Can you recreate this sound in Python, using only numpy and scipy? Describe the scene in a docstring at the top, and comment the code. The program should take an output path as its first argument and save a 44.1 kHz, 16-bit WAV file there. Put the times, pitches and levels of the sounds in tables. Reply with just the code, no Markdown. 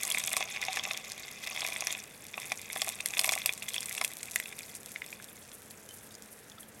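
"""Bubbles pop and ring, and spray ticks, as a thin stream of broth falls into a steel strainer in a bowl.
The pour surges in waves and thins out to a fine fizz, heard close by in a quiet kitchen with a faint hum.
Bubbles and air pockets are dying tones; bursting films are filtered clicks; spray and foam are random
ticks, grains and band noise; bowl and strainer answer as sets of decaying modes."""
import sys
import numpy as np
from scipy import signal
from scipy.fft import rfft, irfft
from scipy.io import wavfile
from scipy.ndimage import uniform_filter1d

SR = 44100
rng = np.random.default_rng(int(sys.argv[2]) if len(sys.argv) > 2 else 0)


def persist_wave(psi):
    """Save psi, clipped to +-1, as 16-bit WAV."""
    counts = np.round(np.clip(psi, -1, 1) * 32767).astype(np.int16)
    wavfile.write(sys.argv[1], SR, np.atleast_2d(counts).T)


N = 299880

# spectrum of the room noise: frequency_hz, relative_level_db (per Hz)
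ROOM_SPECTRUM = [(30, -12), (100, 3.5), (204, 3), (374, -1), (437, 3.5), (822, -4), (1160, -7), (1670, -3),
                 (2830, -11.5), (3580, -14), (4420, -18), (11100, -18), (16000, -20.5)]
# appliance hum: frequency_hz, level_db (rms)
APPLIANCE_HUM = [(134.6, -80.5), (215.3, -67)]
# fizz of the foam gathering in the strainer: time_s, level_db
FOAM_LEVEL = [(0, -79), (2.2, -65.5), (4.6, -56.5), (5.9, -56.5), (6.8, -58.5)]
# spectral weighting of films, spray and foam: frequency_hz, gain_db
TREBLE_SPECTRUM = [(2000, -1), (4000, 0), (6000, 3.5), (11800, 3), (13500, -6.5), (15500, -10), (16500, -4)]
# fine spray at full stream: time_s, level_db
FINE_SPRAY_LEVEL = [(0.35, -42), (0.6, -51.5), (1.4, -49), (2.5, -42)]
# films that snap: start_s, level_db, pitch_hz
FILM_SNAPS = [(0.0336, -12, 8800), (0.0515, -16, 7600), (0.1217, -15.5, 11080), (0.1844, -14.5, 8300),
              (0.197, -20, 6900), (0.2388, -16.5, 6200), (0.293, -21.5, 8800), (0.367, -10.5, 9250),
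              (0.4065, -22, 5900), (0.6515, -20, 5450), (0.7304, -17, 4470), (0.7712, -19, 3970),
              (1.119, -19.5, 4900), (1.4736, -20, 5200), (1.607, -18, 5400), (1.8072, -16.5, 6760),
              (1.8705, -12.5, 6000), (1.926, -16.5, 7450), (2.52, -18, 5800), (2.818, -10, 5400),
              (2.8458, -23, 11500), (3.0074, -21, 9050), (3.0597, -10.5, 11400), (3.184, -24, 9000),
              (3.1929, -8, 5200), (3.2134, -14.5, 9000), (3.2446, -11, 9750), (3.263, -17, 5950),
              (3.2917, -12, 5850), (3.3211, -12.5, 7240), (3.3253, -16, 8200), (3.331, -18.5, 6260),
              (3.3349, -15, 9200), (3.4601, -5.5, 12900), (3.7422, -23, 10100), (3.8065, -19, 9800),
              (3.8586, -19, 9700), (3.895, -22, 12100), (3.981, -22, 5700), (4.0137, -15.5, 5400),
              (4.048, -9, 9000), (4.2307, -19.5, 8300), (4.3594, -10, 12600), (4.752, -23.5, 10300),
              (5.709, -32, 4600), (5.517, -32, 4040), (4.918, -28.5, 12000), (3.83, -20, 5000),
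              (3.922, -24, 9000), (4.401, -21, 11800), (5.89, -30, 10100), (6.152, -29.5, 6900),
              (6.2228, -29.5, 7760), (6.499, -33, 6600)]
# deep air modes of the bowl: frequency_hz, level_db, t60_s
AIR_MODES = [(678, -3, 0.045), (764, 0.5, 0.038), (1008, -7, 0.08), (1114, 6, 0.022)]
# air and steel of strainer and bowl: frequency_hz, level_db, t60_s
BOWL_MODES = [(2090, -2, 0.031), (2228, 6.5, 0.023), (2450, 17.5, 0.0097), (3410, 11, 0.017),
              (3580, 1.5, 0.025), (5400, 2.5, 0.0091), (6350, -0.5, 0.011)]
# air pockets that glug: start_s, level_db, pitch_hz
AIR_POCKETS = [(0.336, -36, 760), (0.369, -28.5, 1070), (0.407, -29, 764), (0.771, -30, 780),
               (0.872, -34, 756), (0.912, -35.5, 1180), (1.628, -33.5, 810), (1.649, -38, 756),
               (1.688, -36, 654), (1.822, -34.5, 706), (2.377, -30.5, 820), (2.518, -29.5, 764),
               (2.761, -30.5, 764), (2.82, -34, 800), (2.874, -32.5, 764), (3.245, -32, 764),
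               (3.276, -31.5, 700), (3.292, -42, 740), (3.321, -28, 720), (3.362, -31.5, 750),
               (3.458, -33, 980), (4.013, -25, 1250)]
# single tones of bubbles and steel that ring on: start_s, level_db, pitch_hz, t60_s
LONG_TONES = [(0.683, -30, 759, 0.13), (5.888, -52, 3050, 0.13), (5.906, -46, 3060, 0.11),
              (6.578, -46.5, 1317, 0.06)]
# bubbles that pop: start_s, level_db, pitch_hz
BUBBLE_POPS = [(0.114, -21.5, 3340), (0.147, -20, 2370), (0.173, -21.5, 2280), (0.279, -23, 3390),
               (0.3376, -23, 2110), (0.3673, -22, 2440), (0.407, -28, 2580), (0.426, -20, 2590),
               (0.5719, -25.5, 2310), (0.6267, -23, 2100), (0.684, -21, 2640), (0.7717, -20.5, 1900),
               (0.7949, -24, 3340), (0.852, -23, 2630), (0.9104, -20.5, 2540), (1.562, -27.5, 3400),
               (1.575, -26, 2240), (1.619, -24, 3360), (1.649, -24, 2350), (1.7233, -27.5, 2450),
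               (1.762, -24, 2160), (1.822, -26.5, 2570), (1.871, -23, 2430), (1.906, -25.5, 3440),
               (1.95, -27, 2620), (2.341, -25, 2450), (2.379, -24.5, 2600), (2.5193, -19.5, 2350),
               (2.761, -25.5, 1890), (2.8184, -18, 3410), (3.0042, -21.5, 2560), (3.0593, -24, 2040),
               (3.17, -22, 2600), (3.1926, -19, 3230), (3.244, -19, 2630), (3.292, -16.5, 2340),
               (3.3366, -21, 2180), (3.377, -23.5, 2270), (3.4595, -18, 2670), (3.4926, -14, 2450),
               (3.6232, -25.5, 2670), (3.743, -22, 3300), (3.7629, -21, 2630), (3.7809, -20.5, 3370),
               (3.9113, -27.5, 2090), (3.9788, -22.5, 2660), (4.014, -19.5, 2200), (4.0463, -18.5, 2620),
               (4.232, -34.5, 2220), (4.3596, -14, 2010), (4.4, -21, 2070), (4.458, -27.5, 2620),
               (4.96, -22, 2180), (5.0195, -23, 2160), (5.128, -28, 2450), (2.431, -32, 2370),
               (2.701, -26.5, 2180), (4.526, -31, 2280), (4.607, -33.5, 2400), (5.2, -35, 1610),
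               (0.562, -25, 2540), (0.946, -27.5, 3360), (2.7974, -40, 2400), (2.8741, -31, 2090),
               (3.1067, -36, 2520), (5.286, -40, 3540), (6.1097, -41.5, 3680), (6.1235, -51, 3820),
               (6.1424, -39, 4970), (6.518, -38, 3500), (6.5834, -39, 3550), (6.631, -40, 3300)]
# strength of the stream: time_s, level_db
STREAM_LEVEL = [(0, -42), (0.44, -43), (0.52, -44.5), (0.92, -42), (1.0, -47), (1.42, -50), (1.5, -41.5),
                (1.95, -44), (2.05, -52.5), (2.25, -55.5), (2.45, -46), (2.62, -53.5), (2.75, -47.5),
                (2.9, -43), (2.98, -50), (3.12, -46), (3.2, -39.5), (3.36, -43.5), (3.44, -49), (4.05, -47),
                (4.15, -51), (4.45, -52), (5.4, -60), (6.8, -68)]
# the stream breaks up into separate splashes: time_s, splashes_per_s
SPLASH_RATE = [(1.95, 900), (2.4, 170)]

KITCHEN_DB = -55.5  # rms of the room noise
FULL_DB = -42  # stream level that counts as full
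COARSE_DB = -48  # coarse spray at full stream
COARSE_SLOPE, FINE_SLOPE = 0.92, 1  # dB of spray lost per dB of stream
RING_SLOPE = 0.21  # extra dB the gurgle loses per dB of stream
DROP_SPREAD_DB = 7.5
GLUG_T60_S = 0.018
SPOTS = 12  # places where splashes strike the bowl
UNEVEN_DB, DETUNE = 6, .012  # spread of mode level (dB) and pitch (share) from spot to spot
EDGE_HZ = 16100


def gain_of(db):
    """Decibel definition: amplitude is 10 to the power dB / 20."""
    return 10 ** (np.asarray(db) / 20)


def evened(x):
    """Power normalisation: scales to rms 1."""
    return x / np.sqrt(np.mean(x ** 2) + 1e-20)


def curve(points):
    """Linear interpolation: a table of time and value read at every sample."""
    times, values = np.transpose(points)
    return np.interp(np.arange(N) / SR, times, values)


def below_full():
    """Level difference: stream strength in dB relative to the full stream."""
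    return curve(STREAM_LEVEL) - FULL_DB


def coloured(x, points):
    """Spectral shaping: gains in dB interpolated over log frequency."""
    table_hz, db = np.transpose(points)
    hz = np.fft.rfftfreq(len(x), 1 / SR)
    gain = gain_of(np.interp(np.log(hz + 1), np.log(table_hz + 1), db))
    return irfft(rfft(x) * gain, len(x))


def bandpassed(x, hz_lo, hz_hi):
    """Band limitation: a Butterworth filter keeps the range between two frequencies."""
    b, a = signal.butter(2, [hz_lo, hz_hi], "bandpass", fs=SR)
    return signal.lfilter(b, a, x)


def answer(clicks, response):
    """Linear superposition: every click starts a copy of the response."""
    return signal.oaconvolve(clicks, response)[:N]


def add(mix, start_s, sound):
    """Superposition: places a sound in the mix at its start time."""
    part = mix[round(start_s * SR):][:len(sound)]
    part += sound[:len(part)]


def ring(hz, t60, glide=0., rise=0.00058):
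    """Damped resonance: a tone dying 60 dB in t60, its pitch drifting by the share glide over t60."""
    t = np.arange(4096) / SR
    envelope = gain_of(-60 * t / t60) * (1 - np.exp(-t / rise))
    return envelope * np.sin(2 * np.pi * hz * (t + glide * t ** 2 / t60 / 2))


def modes(table):
    """Modal superposition: the impulse response is a sum of damped resonances."""
    return sum(gain_of(db) * ring(hz, t60) for hz, db, t60 in table)


def struck(chance):
    """Mode excitation by place: at one spot each mode is a little stronger or weaker, higher or lower."""
    varied = [(hz * (1 + DETUNE * v), db + UNEVEN_DB * u, t60)
              for (hz, db, t60), u, v in zip(BOWL_MODES, *chance)]
    return evened(modes(varied))


def ticks(per_s, spread_db):
    """Random arrivals: clicks of either sign, most small, a few large."""
    excess_db = spread_db * np.minimum(rng.exponential(1, N), 3)
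    size = gain_of(excess_db) * rng.choice([-1., 1.], N)
    return size * (rng.random(N) < per_s / SR)


def grains(hz_lo, hz_hi, cycles, per_s, spread_db, count=20):
    """Bubble resonance: small bubbles of many pitches, each dying after some multiple of its cycles."""
    total = np.zeros(N)
    for hz in np.geomspace(hz_lo, hz_hi, count):
        starts = evened(ticks(per_s / count, spread_db))
        t60 = cycles / hz * rng.uniform(1.0, 4.2)
        total += answer(starts, evened(ring(hz, t60, 0.041, .0001)))
    return total


def clumps(depth_db, size=400):
    """Random modulation: twice smoothed noise swells and dips the level."""
    smooth = uniform_filter1d(uniform_filter1d(rng.standard_normal(N), size), size)
    return gain_of(depth_db * evened(smooth))


def kitchen():
    """Stationary noise: shaped room noise with a hum of slowly wavering sine tones."""
    t = np.arange(N) / SR
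    hum = np.zeros(N)
    for hz, db in APPLIANCE_HUM:
        waver = 1 + .5 * evened(uniform_filter1d(rng.standard_normal(N), 2500))
        hum += gain_of(db + 2) * waver * np.sin(2 * np.pi * hz * t)  # +2 dB: wavering sine to rms
    noise = evened(coloured(rng.standard_normal(N), ROOM_SPECTRUM))
    return gain_of(KITCHEN_DB) * noise + hum


def foam():
    """Random bursting: tiny foam bubbles in soft gusts, partly separate for two bands; the largest ring."""
    gusts = clumps(3.6, size=700)
    fizzing = 0.46 * evened(grains(3340, 13400, 27, 150, 4.7, count=10))
    for hz_lo, hz_hi, db in (5000, 10200, -6.5), (9000, 17300, 2.5):
        bursts = evened(ticks(1500, 4.4)) + .5 * rng.standard_normal(N)
        band = evened(bandpassed(bursts, hz_lo, hz_hi))
        fizzing += gain_of(db) * clumps(6.4, size=500) * band
    return gain_of(curve(FOAM_LEVEL)) * gusts * evened(fizzing)


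def fizz(hz_lo, hz_hi, drops):
    """Droplet impact in one size range: brief grains, bare ticks of all drops, a hiss of the finest."""
    ringing = grains(hz_lo, hz_hi, 7, 400, 8.0, count=10)
    bare = bandpassed(drops, hz_lo, hz_hi)
    hiss = bandpassed(rng.standard_normal(N), hz_lo, hz_hi)
    return evened(evened(ringing) + 1.23 * evened(bare) + 0.3 * evened(hiss))


def spray(bunches):
    """Broadband impact: coarse and fine droplets follow the stream; each drop ticks in both ranges."""
    t = np.arange(64) / SR
    impact = rng.standard_normal(64) * gain_of(-60 * t / 0.0016)
    drops = answer(ticks(120, DROP_SPREAD_DB), impact)
    coarse = gain_of(COARSE_DB + COARSE_SLOPE * below_full())
    fine = gain_of(curve(FINE_SPRAY_LEVEL) + FINE_SLOPE * below_full())
    return bunches * (coarse * fizz(3760, 7300, drops) + fine * fizz(6600, 15600, drops))


def snaps():
    """Film rupture: a sharp click around its own pitch, its bounce off steel, a short ring, spatter."""
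    out, t = np.zeros(N), np.arange(2048) / SR
    bounce = round(.0012 * SR)
    for start_s, db, hz in FILM_SNAPS:
        spatter = .13 * gain_of(-60 * t / .004) + .05 * gain_of(-60 * t / .03)
        film = (t == 0) + rng.standard_normal(2048) * spatter
        film[bounce:] += .55 * film[:-bounce]
        click = bandpassed(film, 0.28 * hz, min(2.0 * hz, 15500))
        click = 1.67 * click / np.linalg.norm(click[:round(.003 * SR)])  # the first 3 ms set the size
        add(out, start_s, gain_of(db) * (click + 0.5 * ring(hz, 0.0044, 0, .0001)[:len(t)]))
    return out


def hollow():
    """Cavity resonance: deep air modes and larger bubbles follow the stream more than in proportion."""
    drive = gain_of(-52.5 + 1.34 * below_full())
    rung = answer(ticks(200, 3.0), modes(AIR_MODES))
    bubbles = grains(616, 887, 18, 120, 3.4, count=10)
    return drive * evened(evened(rung) + 0.45 * evened(bubbles))


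def glugs():
    """Air pocket resonance: large closing pockets give soft-starting low tones and ring the deep air."""
    out = np.zeros(N)
    for start_s, db, hz in AIR_POCKETS:
        pocket = 1.06 * ring(hz, GLUG_T60_S, 0.029, 0.0015)
        add(out, start_s, gain_of(db) * (pocket + 0.5 * modes(AIR_MODES)))
    return out


def pings():
    """Light damping: single tones of bubbles and steel ring on, their level unsteady."""
    out, flutter = np.zeros(N), clumps(3, size=120)
    for start_s, db, hz, t60 in LONG_TONES:
        unsteady = flutter[round(start_s * SR):][:4096]
        add(out, start_s, gain_of(db) * ring(hz, t60, 0.012, 0.00048) * unsteady)
    return out


def pops():
    """Bubble resonance: a ringing bubble and a broad tick; a fuller stream rings bowl and deep air more."""
    out, full = np.zeros(N), gain_of(below_full())
    for start_s, db, hz in BUBBLE_POPS:
        chance = rng.standard_normal((2, len(BOWL_MODES)))
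        bubble = 1.69 * ring(hz, 0.0088, -0.014)
        tick = 0.53 * ring(1.27 * hz, 0.0056, 0, .00005)
        bowl = full[round(start_s * SR)] * (0.072 * struck(chance) + 0.081 * modes(AIR_MODES))
        add(out, start_s, gain_of(db) * (bubble + tick + bowl))
    return out


def gurgle(bunches):
    """Forced modes: splashes ring the bowl, each spot in its own colour, with bright ticks and bubbles."""
    per_s = curve(SPLASH_RATE)
    splashes = evened(ticks(per_s, 6) / np.sqrt(per_s))  # rarer splashes are larger
    spot = rng.integers(0, SPOTS, N)
    rung = np.zeros(N)
    for k in range(SPOTS):
        chance = rng.standard_normal((2, len(BOWL_MODES)))
        rung += answer(splashes * (spot == k), struck(chance))
    bright = evened(answer(splashes, ring(7400, 0.00053, 0, .00005)))
    bubbles = evened(grains(1944, 2750, 13, 250, 4.5))
    level = gain_of(curve(STREAM_LEVEL) + RING_SLOPE * below_full())
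    return level * bunches * evened(evened(rung) + 0.35 * bright + 0.53 * bubbles)


def room(x):
    """Diffuse reverberation: a short decaying noise tail from bowl, counter and walls."""
    t = np.arange(6000) / SR
    tail = rng.standard_normal(6000) * gain_of(-60 * t / 0.11) * (t > .002)
    return answer(x, tail / np.linalg.norm(tail))


def scene():
    """Superposition: broth with its tail over the room noise; splash and spray swell together."""
    bunches = clumps(2.5, size=350)
    treble = coloured(snaps() + spray(bunches) + foam(), TREBLE_SPECTRUM)
    broth = hollow() + glugs() + pings() + pops() + gurgle(bunches) + treble
    tail = gain_of(-14) * room(broth)
    return (kitchen() + broth + tail)[None]


def record(dry):
    """Band limitation: a lowpass filter leaves only sound below the edge frequency."""
    lowpass = signal.firwin(511, EDGE_HZ, window=("kaiser", 9), fs=SR)
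    return signal.oaconvolve(dry, lowpass[None], "same")


dry = scene()
out = record(dry)
persist_wave(out)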